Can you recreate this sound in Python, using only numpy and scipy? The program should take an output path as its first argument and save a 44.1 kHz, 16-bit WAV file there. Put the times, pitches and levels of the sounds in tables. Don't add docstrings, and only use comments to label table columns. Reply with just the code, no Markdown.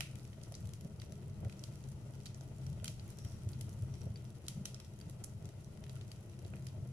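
import sys
import numpy as np
from scipy import signal
from scipy.fft import rfft, irfft, next_fast_len
from scipy.io import wavfile
from scipy.ndimage import map_coordinates

SR = 44100
rng = np.random.default_rng(int(sys.argv[2]) if len(sys.argv) > 2 else 0)


def dump_mix(stems):
    frames = np.atleast_2d(stems).T
    limited = np.clip(frames, -1, 1)
    pcm = np.round(limited * 32767).astype(np.int16)
    wavfile.write(sys.argv[1], SR, pcm)


N = 305172

# (time [s], relative level [dB], centre pitch [Hz], width [octaves],
# ring pitch [Hz], ring boost [dB], left minus right [dB])
POPS = [(0.0067, -34.5, 5200, 1.2, 2720, 4, -7), (0.1556, -56, 7500, 1.6, 9500, 6, 12),
        (0.2503, -58, 3900, .8, 5770, 11, 1), (0.331, -59, 2700, 0.69, 3190, 10, 0),
        (0.4141, -60, 5150, 0.69, 3270, 7, 0), (0.4352, -51.5, 6500, 0.47, 4640, 6, -4),
        (0.522, -52, 8200, 0.83, 10600, 3, 0), (0.5412, -51.5, 4600, 0.62, 4700, 22, 2),
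        (0.5511, -47.5, 6140, .4, 6130, 4, 3), (0.6909, -59, 6100, .7, 7150, 1, 2),
        (0.7355, -51, 6700, 0.85, 6900, 2, 3), (0.8096, -55.5, 7700, 0.91, 6200, -3, -4),
        (0.9989, -53.5, 4170, .5, 4650, 13, 2), (1.018, -50.5, 3300, 0.78, 2380, 7, -1),
        (1.122, -54.5, 7500, 0.96, 6500, 3, 6), (1.448, -56, 4200, 1.2, 2070, 10, -3),
        (1.497, -53.5, 2900, 1.3, 2080, 6, -2), (1.5252, -55, 3400, 0.81, 4050, 1, -2),
        (1.593, -54, 6300, .45, 5700, 10, -4), (1.6378, -45.5, 6100, 0.7, 4730, 16, -5),
        (1.9196, -61.5, 6000, 0.84, 6370, 5, 6), (2.2025, -60.5, 4100, .8, 3190, 3, 0),
        (2.257, -49, 5800, 0.73, 5900, -3, -4), (2.262, -48.5, 5500, 0.62, 6100, -3, 1),
        (2.2672, -49.5, 4300, 0.38, 4610, 21, -1), (2.3452, -54, 6300, 0.27, 6500, 5, -1),
        (2.4095, -55.5, 5800, 0.55, 5340, 0, 2), (2.6653, -53, 5300, 0.86, 5720, 11, 0),
        (2.6997, -60, 7500, 0.53, 11450, 6, 6), (2.7288, -61, 7200, .7, 10160, 6, 7),
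        (2.844, -39.5, 7400, 0.92, 11350, 10, -2.5), (2.8563, -45, 7400, .9, 3150, 13, 0),
        (2.8794, -39, 6370, 0.73, 3380, 4, -2), (2.9961, -53, 4200, 0.68, 4600, 18, 0),
        (3.186, -52, 6800, 0.55, 6600, 7, 2), (3.248, -54.5, 5900, 0.93, 6550, -4, -1),
        (3.4894, -52.5, 7400, 0.76, 7060, 7, 1), (3.533, -55, 4000, .5, 4640, 14, 0),
        (3.6107, -45.5, 8200, 0.91, 9550, 8, 1.5), (3.9397, -55.5, 4600, .6, 5680, 10, 2),
        (4.0157, -53.5, 4900, 0.65, 5700, 11, 1), (4.1578, -52, 3700, 0.7, 4680, 24, 4),
        (4.466, -57, 5400, 0.54, 5250, 3, 0), (4.483, -37, 6670, 0.7, 4020, 5, -1),
        (4.6552, -37.5, 6500, 0.76, 5810, 5, 0), (4.7446, -48.5, 5200, 0.52, 5240, 12, -7.5),
        (4.8008, -51, 4800, 1, 5170, 12, 0), (4.847, -61, 4800, .65, 5170, 12, 8),
        (5.0011, -60, 5600, .75, 7920, 12, 2), (5.0124, -52.5, 4170, 1.3, 4700, 15, 0),
        (5.097, -54, 7700, 0.7, 9700, 2, -1), (5.2394, -45.5, 7800, 0.31, 10100, -8, -7),
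        (5.2432, -47, 8750, 0.39, 10500, 11, -15), (5.455, -54.5, 6400, 0.58, 7150, 3, 3),
        (5.49, -57, 5100, .9, 5940, 4, -2), (5.7736, -61, 4900, 1.2, 2580, 4, 5),
        (5.839, -54, 3800, 0.86, 3170, 2, 2), (5.8657, -59.5, 2550, .65, 2670, 5, 0),
        (5.8952, -52, 4530, 0.67, 3320, 6, -2), (5.9644, -57.5, 1900, .9, 1380, 11, 2),
        (6.0117, -54.5, 4100, 0.53, 2630, 5, 1), (6.1162, -50, 5400, 0.95, 4630, 16, 3),
        (6.3907, -58.5, 5700, 0.9, 5170, 3, -3), (6.4488, -58.5, 3600, 0.55, 4570, 5, -2),
        (6.536, -55, 2000, 0.34, 2530, 12, -4), (6.566, -61.5, 3000, .8, 2300, 4, -6),
        (6.668, -48.5, 6100, .95, 4640, 5, -1), (6.686, -59, 4200, 0.38, 4700, 15, 7)]
# (time [s], level [dB])
STEAM_LEVELS = [(0.0, -65), (0.15, -69), (1.36, -71.5), (1.56, -68.5), (2.79, -70), (3.08, -65.5),
                (4.32, -71.5), (4.72, -70.5), (6.92, -70.5)]


def amp(db):
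    return 10 ** (np.asarray(db) / 20)


def unit(x):
    return x / np.sqrt(np.mean(x ** 2) + 1e-20)


def along(points, hz):
    freqs, values = np.transpose(points)
    return np.interp(np.log(hz + 1), np.log(freqs + 1), values)


def peak(hz, centre, half_width, steepness=2):
    return 1 / (1 + ((hz - centre) / half_width) ** steepness)


def swell(x, centre, width):
    return np.exp(-2 * ((x - centre) / width) ** 2)


def wobble(per_s):
    values = rng.standard_normal(int(N * per_s / SR) + 4)
    return map_coordinates(values, [np.arange(N) * per_s / SR])


def filtered(x, response):
    size = next_fast_len(x.shape[-1] + SR // 4)
    hz = np.fft.rfftfreq(size, 1 / SR)
    return irfft(rfft(x, size) * response(hz), size)[..., :x.shape[-1]]


def coloured(x, gain_db, size=1024):
    hz = np.fft.rfftfreq(size, 1 / SR)
    cepstrum = irfft(np.log(amp(gain_db(hz)) + 1e-6))
    fold = 1 + np.sign(size / 2 - np.arange(size))
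    fold[0] = 1
    return irfft(rfft(x, size) * np.exp(rfft(cepstrum * fold)))


def add(track, s, sound):
    part = track[:, max(round(s * SR), 0):][:, :sound.shape[-1]]
    part += sound[:, :part.shape[-1]]


def firebox(hz):
    # (pitch [Hz], width [Hz], boost [dB])
    resonances = [(89.8, 20, 3.5), (130.85, 8.4, 8.5), (195.2, 11.1, 8.5), (221.4, 24.8, 11),
                  (290.2, 7.9, 11), (322.5, 21, 7.5), (355.7, 17.5, 8.5), (412.6, 10.2, 11.5),
                  (471.4, 11.4, 5.5), (541, 20, 4), (630.5, 87, 6), (1398, 246, 6.5), (1962, 360, 7.5),
                  (2500, 224, 5.5), (2734, 84, 4.5), (3135, 370, 4.5), (3900, 120, 4), (4620, 66, 3),
                  (5820, 280, 4)]
    return sum(db * swell(hz, centre, width) for centre, width, db in resonances)


def rush(tone):
    # (frequency [Hz], side minus middle [dB])
    spread = [(25, -19), (60, -12), (130, -20), (200, -14), (350, -11.5), (560, -6), (800, -3), (1400, -3),
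              (3100, 1)]
    # (frequency [Hz], left minus right [dB])
    balance = [(200, 1.86), (380, 1.5), (600, 5.5), (1100, -2), (6000, 6.5), (14000, 5)]
    size = next_fast_len(N)
    hz = np.fft.rfftfreq(size, 1 / SR)
    mid, side = rfft(rng.standard_normal((2, size)))
    width = amp(along(spread, hz))
    ears = np.array([mid + width * side, mid - width * side]) / np.sqrt(1 + width ** 2)
    gain_db = along(tone, hz) + firebox(hz) + np.outer([.5, -.5], along(balance, hz))
    return unit(irfft(ears * amp(gain_db), size)[:, :N])


def flames(rumble_db=-48.5, flutter_db=-61.5):
    # (time of peak [s], length [s], rise [dB])
    flares = [(0.65, 0.084, 6.5), (1.425, 0.12, 6), (2.718, 0.13, 5.5), (3.53, 0.36, 3.5),
              (3.87, 0.11, 4.5), (4.054, 0.1, 6.5), (4.563, 0.091, 4.5), (6.502, 0.12, 4.5),
              (6.805, 0.073, 5)]
    # (frequency [Hz], relative level [dB])
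    rumble_tone = [(15, -16), (30, -18.5), (50, -9), (70, -6.5), (105, -0.5), (145, -2.5), (180, -9.5),
                   (250, -29), (400, -64)]
    flutter_tone = [(120, -23), (250, -0.5), (350, -0.5), (480, -2), (700, -6.5), (900, -7), (1150, -15),
                    (1700, -24), (3000, -21.5), (6000, -56)]
    t = np.arange(N) / SR
    draught_db = 0.96 * wobble(3.33)
    flare_db = sum(db * swell(t, s, length) for s, length, db in flares) + draught_db
    flicker = wobble(22)
    rumble = rush(rumble_tone) * amp(rumble_db + flare_db + .5 * flicker)
    waver_db = 0.24 * flare_db + 0.31 * flicker + 1.86 * wobble(60)
    return rumble + rush(flutter_tone) * amp(flutter_db + waver_db)


def steam_level():
    times, levels = np.transpose(STEAM_LEVELS)
    return np.interp(np.arange(N) / SR, times, levels)


def steam():
    # (frequency [Hz], relative level [dB])
    hiss_tone = [(500, -20), (1200, 1), (1700, -5.5), (2100, -6.5), (3100, -4.5), (3600, -2.5), (5000, -2),
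                 (6200, -2.5), (7400, -1.5), (8400, -5.5), (10000, -0.5), (11500, -9.5), (12700, -9),
                 (15000, -18)]
    return rush(hiss_tone) * amp(steam_level() + 1.33 * wobble(40))


def rattle(hold_s, fade_s, spike=5, size=400):
    t = np.arange(size) / SR
    burst = rng.standard_normal((2, size)) * np.exp(-np.maximum(t - hold_s, 0) / fade_s)
    burst[[0, 1], rng.integers(0, 8, 2)] += spike
    return burst


def crack(burst, centre_hz, octaves, ring_hz, boost_db, jolt=0, floor_db=-18):
    # (frequency [Hz], relative level [dB])
    wood_tone = [(300, -29), (750, 0), (1400, 2), (1700, -1.5), (3000, -0.5), (5800, -0.5), (7300, -1),
                 (8400, -3.5), (10300, 0.5), (11400, -1.5), (12600, -10), (15000, -12.5)]
    # (pitch [Hz], half width [Hz], full boost [dB])
    log_tones = [(3090, 100, 5.5), (4060, 130, 6), (5940, 130, 2)]
    ring_width_hz = 210 * .5 ** (boost_db / 13)

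    def tone_db(hz):
        band = np.exp(-.5 * (np.log2((hz + 1) / centre_hz) / octaves) ** 2)
        ring = 1 + (amp(max(boost_db, 0)) ** 2 - 1) * peak(hz, ring_hz, ring_width_hz)
        split_db = 10 * np.log10((band + amp(floor_db) ** 2) * ring)
        log_db = jolt * sum(db * peak(hz, pitch, width) for pitch, width, db in log_tones)
        return along(wood_tone, hz) + log_db + firebox(hz) + split_db

    sound = coloured(burst, tone_db)
    return sound / np.linalg.norm(sound, axis=1, keepdims=True)


def room(x, length_s=.6, onset_s=0.0003):
    # (frequency [Hz], time to fade by 60 dB [s])
    fade_times = [(300, 0.061), (2800, 0.37), (6000, 0.3), (10000, 0.27), (15000, 0.21)]
    hz, t, noise = signal.stft(rng.standard_normal((2, int(length_s * SR))), SR, nperseg=256)
    fade = amp(-60 * t / along(fade_times, hz)[:, None])
    _, tail = signal.istft(noise * fade, SR, nperseg=256)
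    tail *= 1 - np.exp(-np.arange(tail.shape[1]) / SR / onset_s)
    return signal.fftconvolve(x, tail / np.linalg.norm(tail[0]), axes=1)


def ticks(count, level_db, range_db, centre_hz, boost_db, room_db):
    out = np.zeros((2, N))
    for when, faint, pitch, width, pan in rng.random((count, 5)):
        hz = centre_hz * 2 ** (1.7 * (pitch - .5))
        tick = crack(rattle(hold_s=.0006, fade_s=.0007), hz, .5 + .5 * width, hz, boost_db)
        ears_db = (pan - 1.5) * np.array([[3], [-3]])
        add(out, when * N / SR, tick * amp(level_db - range_db * np.sqrt(faint) + ears_db))
    return out + amp(room_db) * room(out)[:, :N]


def ticking():
    deep = ticks(count=45, level_db=-37.5, range_db=10.5, centre_hz=4000, boost_db=9, room_db=-2.5)
    fine = ticks(count=520, level_db=-38.5, range_db=15, centre_hz=9000, boost_db=4, room_db=-8)
    steam_db = steam_level()
    flurry_db = 2 * wobble(14)
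    return (fine + deep) * amp(0.94 * (steam_db - steam_db.mean()) + flurry_db)


def snaps(gain_db=21.5, room_db=-6.5):
    near, to_room, echoes = np.zeros((3, 2, N))
    click = np.ones((2, 1))
    for s, db, hz, octaves, ring_hz, boost_db, pan_db in POPS:
        ears_db = np.array([[pan_db / 2], [-pan_db / 2]])
        jolt = np.interp(db, [-53, -40], [0, 1])
        pop = crack(rattle(hold_s=.002, fade_s=.001), hz, octaves, ring_hz, boost_db, jolt)
        add(near, s, amp(db + gain_db + ears_db) * pop)
        add(to_room, s, amp(db + gain_db + room_db) * crack(click, hz, octaves, ring_hz, boost_db=0))
    for part in np.array_split(np.arange(N), 20):
        add(echoes, part[0] / SR, room(to_room[:, part]))
    return near + echoes


def log_ring():
    # (pitch [Hz], half width [Hz], level [dB], time to fade by 60 dB [s])
    bands = [(714, 110, -44.5, 0.04), (2630, 400, -53.5, 0.42)]
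    age = np.arange(N) / SR - POPS[0][0]
    out = np.zeros((2, N))
    for centre, width, db, fade_s in bands:
        noise = rng.standard_normal((2, N))
        band = unit(filtered(noise, lambda hz: peak(hz, centre, width, steepness=4)))
        out += band * amp(db - 60 * np.abs(age) / fade_s) * (age > 0)
    return out


def flaps(rise_s=0.0053, fade_s=0.0078):
    # (time [s], thud level [dB], thud pitch [Hz], puff level [dB])
    tears = [(0.518, -41, 130, -54), (0.855, -35.5, 160, -49), (1.071, -50, 130, -55),
             (1.13, -42, 130, -53), (1.274, -45, 130, -55), (1.432, -40, 100, -48), (1.456, -40, 100, -50),
             (1.468, -29.5, 106, -50.5), (1.69, -40, 130, -52.5), (2.475, -44, 130, -55.5),
             (2.726, -35.5, 160, -58), (2.831, -43, 140, -49.5), (2.896, -37, 125, -54),
             (3.264, -36.5, 120, -54), (3.472, -31.5, 105, -54), (3.69, -46, 120, -58),
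             (3.835, -31, 111, -55), (4.07, -31, 111, -47.5), (4.107, -31, 113, -63), (4.58, -35, 170, -58),
             (4.612, -38, 196, -66), (5.073, -37, 155, -56), (6.455, -35, 120, -51), (6.75, -37, 120, -52),
             (6.782, -51, 120, -53), (6.832, -38.5, 121, -55)]
    # (frequency [Hz], relative level [dB])
    puff_tone = [(150, 4.5), (330, 3), (480, 6.5), (650, 6), (900, -10), (2500, -40)]
    t = np.arange(-SR // 10, SR // 5) / SR
    shape = np.exp(np.where(t < 0, t / rise_s, -t / fade_s))[None]
    thuds, puff_gain = np.zeros((2, N)), np.zeros((1, N))
    for s, thud_db, thud_hz, puff_db in tears:
        hz = thud_hz * np.exp(0.044 * rng.normal())
        wave = np.sin(2 * np.pi * (hz * t + rng.random()))
        add(thuds, s + t[0], amp(thud_db) * shape * wave)
        add(puff_gain, s + t[0], amp(puff_db) * shape)
    return thuds + puff_gain * rush(puff_tone)


def knocks(onset_s=0.00048):
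    # (time [s], hollow tone level [dB], woody tone level [dB])
    jolts = [(0.522, -43.5, -62), (2.261, -64, -53), (2.4097, -45, -56), (2.843, -56, -59),
             (2.8794, -54, -46), (4.4821, -60, -46), (4.6553, -62, -58), (4.744, -65, -53),
             (6.536, -44.5, -44.5)]
    # (pitch [Hz], time to fade by 60 dB [s])
    tones = [(630, 0.016), (1390, 0.012)]
    t = np.arange(SR // 20) / SR
    onset = 1 - np.exp(-t / onset_s)
    out = np.zeros((2, N))
    for s, *levels in jolts:
        for (hz, fade_s), db in zip(tones, levels):
            pitch_hz = hz * np.exp(0.027 * rng.normal())
            cycles = pitch_hz * t + 0.12 * rng.normal(size=(2, 1))
            add(out, s, amp(db - 60 * t / fade_s) * onset * np.sin(2 * np.pi * cycles))
    return out


def sap(half_width_hz=290):
    # (time of peak [s], length [s], pitch [Hz], level [dB])
    jets = [(2.198, .4, 5700, -83), (3.271, 0.15, 5600, -67.5), (3.98, 0.2, 5700, -77),
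            (4.824, 0.11, 5370, -75)]
    t = np.arange(-SR // 2, SR // 2) / SR
    out = np.zeros((2, N))
    for s, length, pitch_hz, db in jets:
        noise = rng.standard_normal((2, len(t)))
        jet = unit(filtered(noise, lambda hz: peak(hz, pitch_hz, half_width_hz)))
        sputter_db = 2 * signal.resample(rng.standard_normal(150), len(t))
        add(out, s + t[0], jet * amp(db + sputter_db) * swell(t, 0, length))
    return out


def scene():
    return ticking() + flames() + flaps() + snaps() + knocks() + log_ring() + steam() + sap()


def record(dry, top_hz=15400):
    return filtered(dry, lambda hz: 1 / np.sqrt(1 + (hz / top_hz) ** 120))


dry = scene()
out = record(dry)
dump_mix(out)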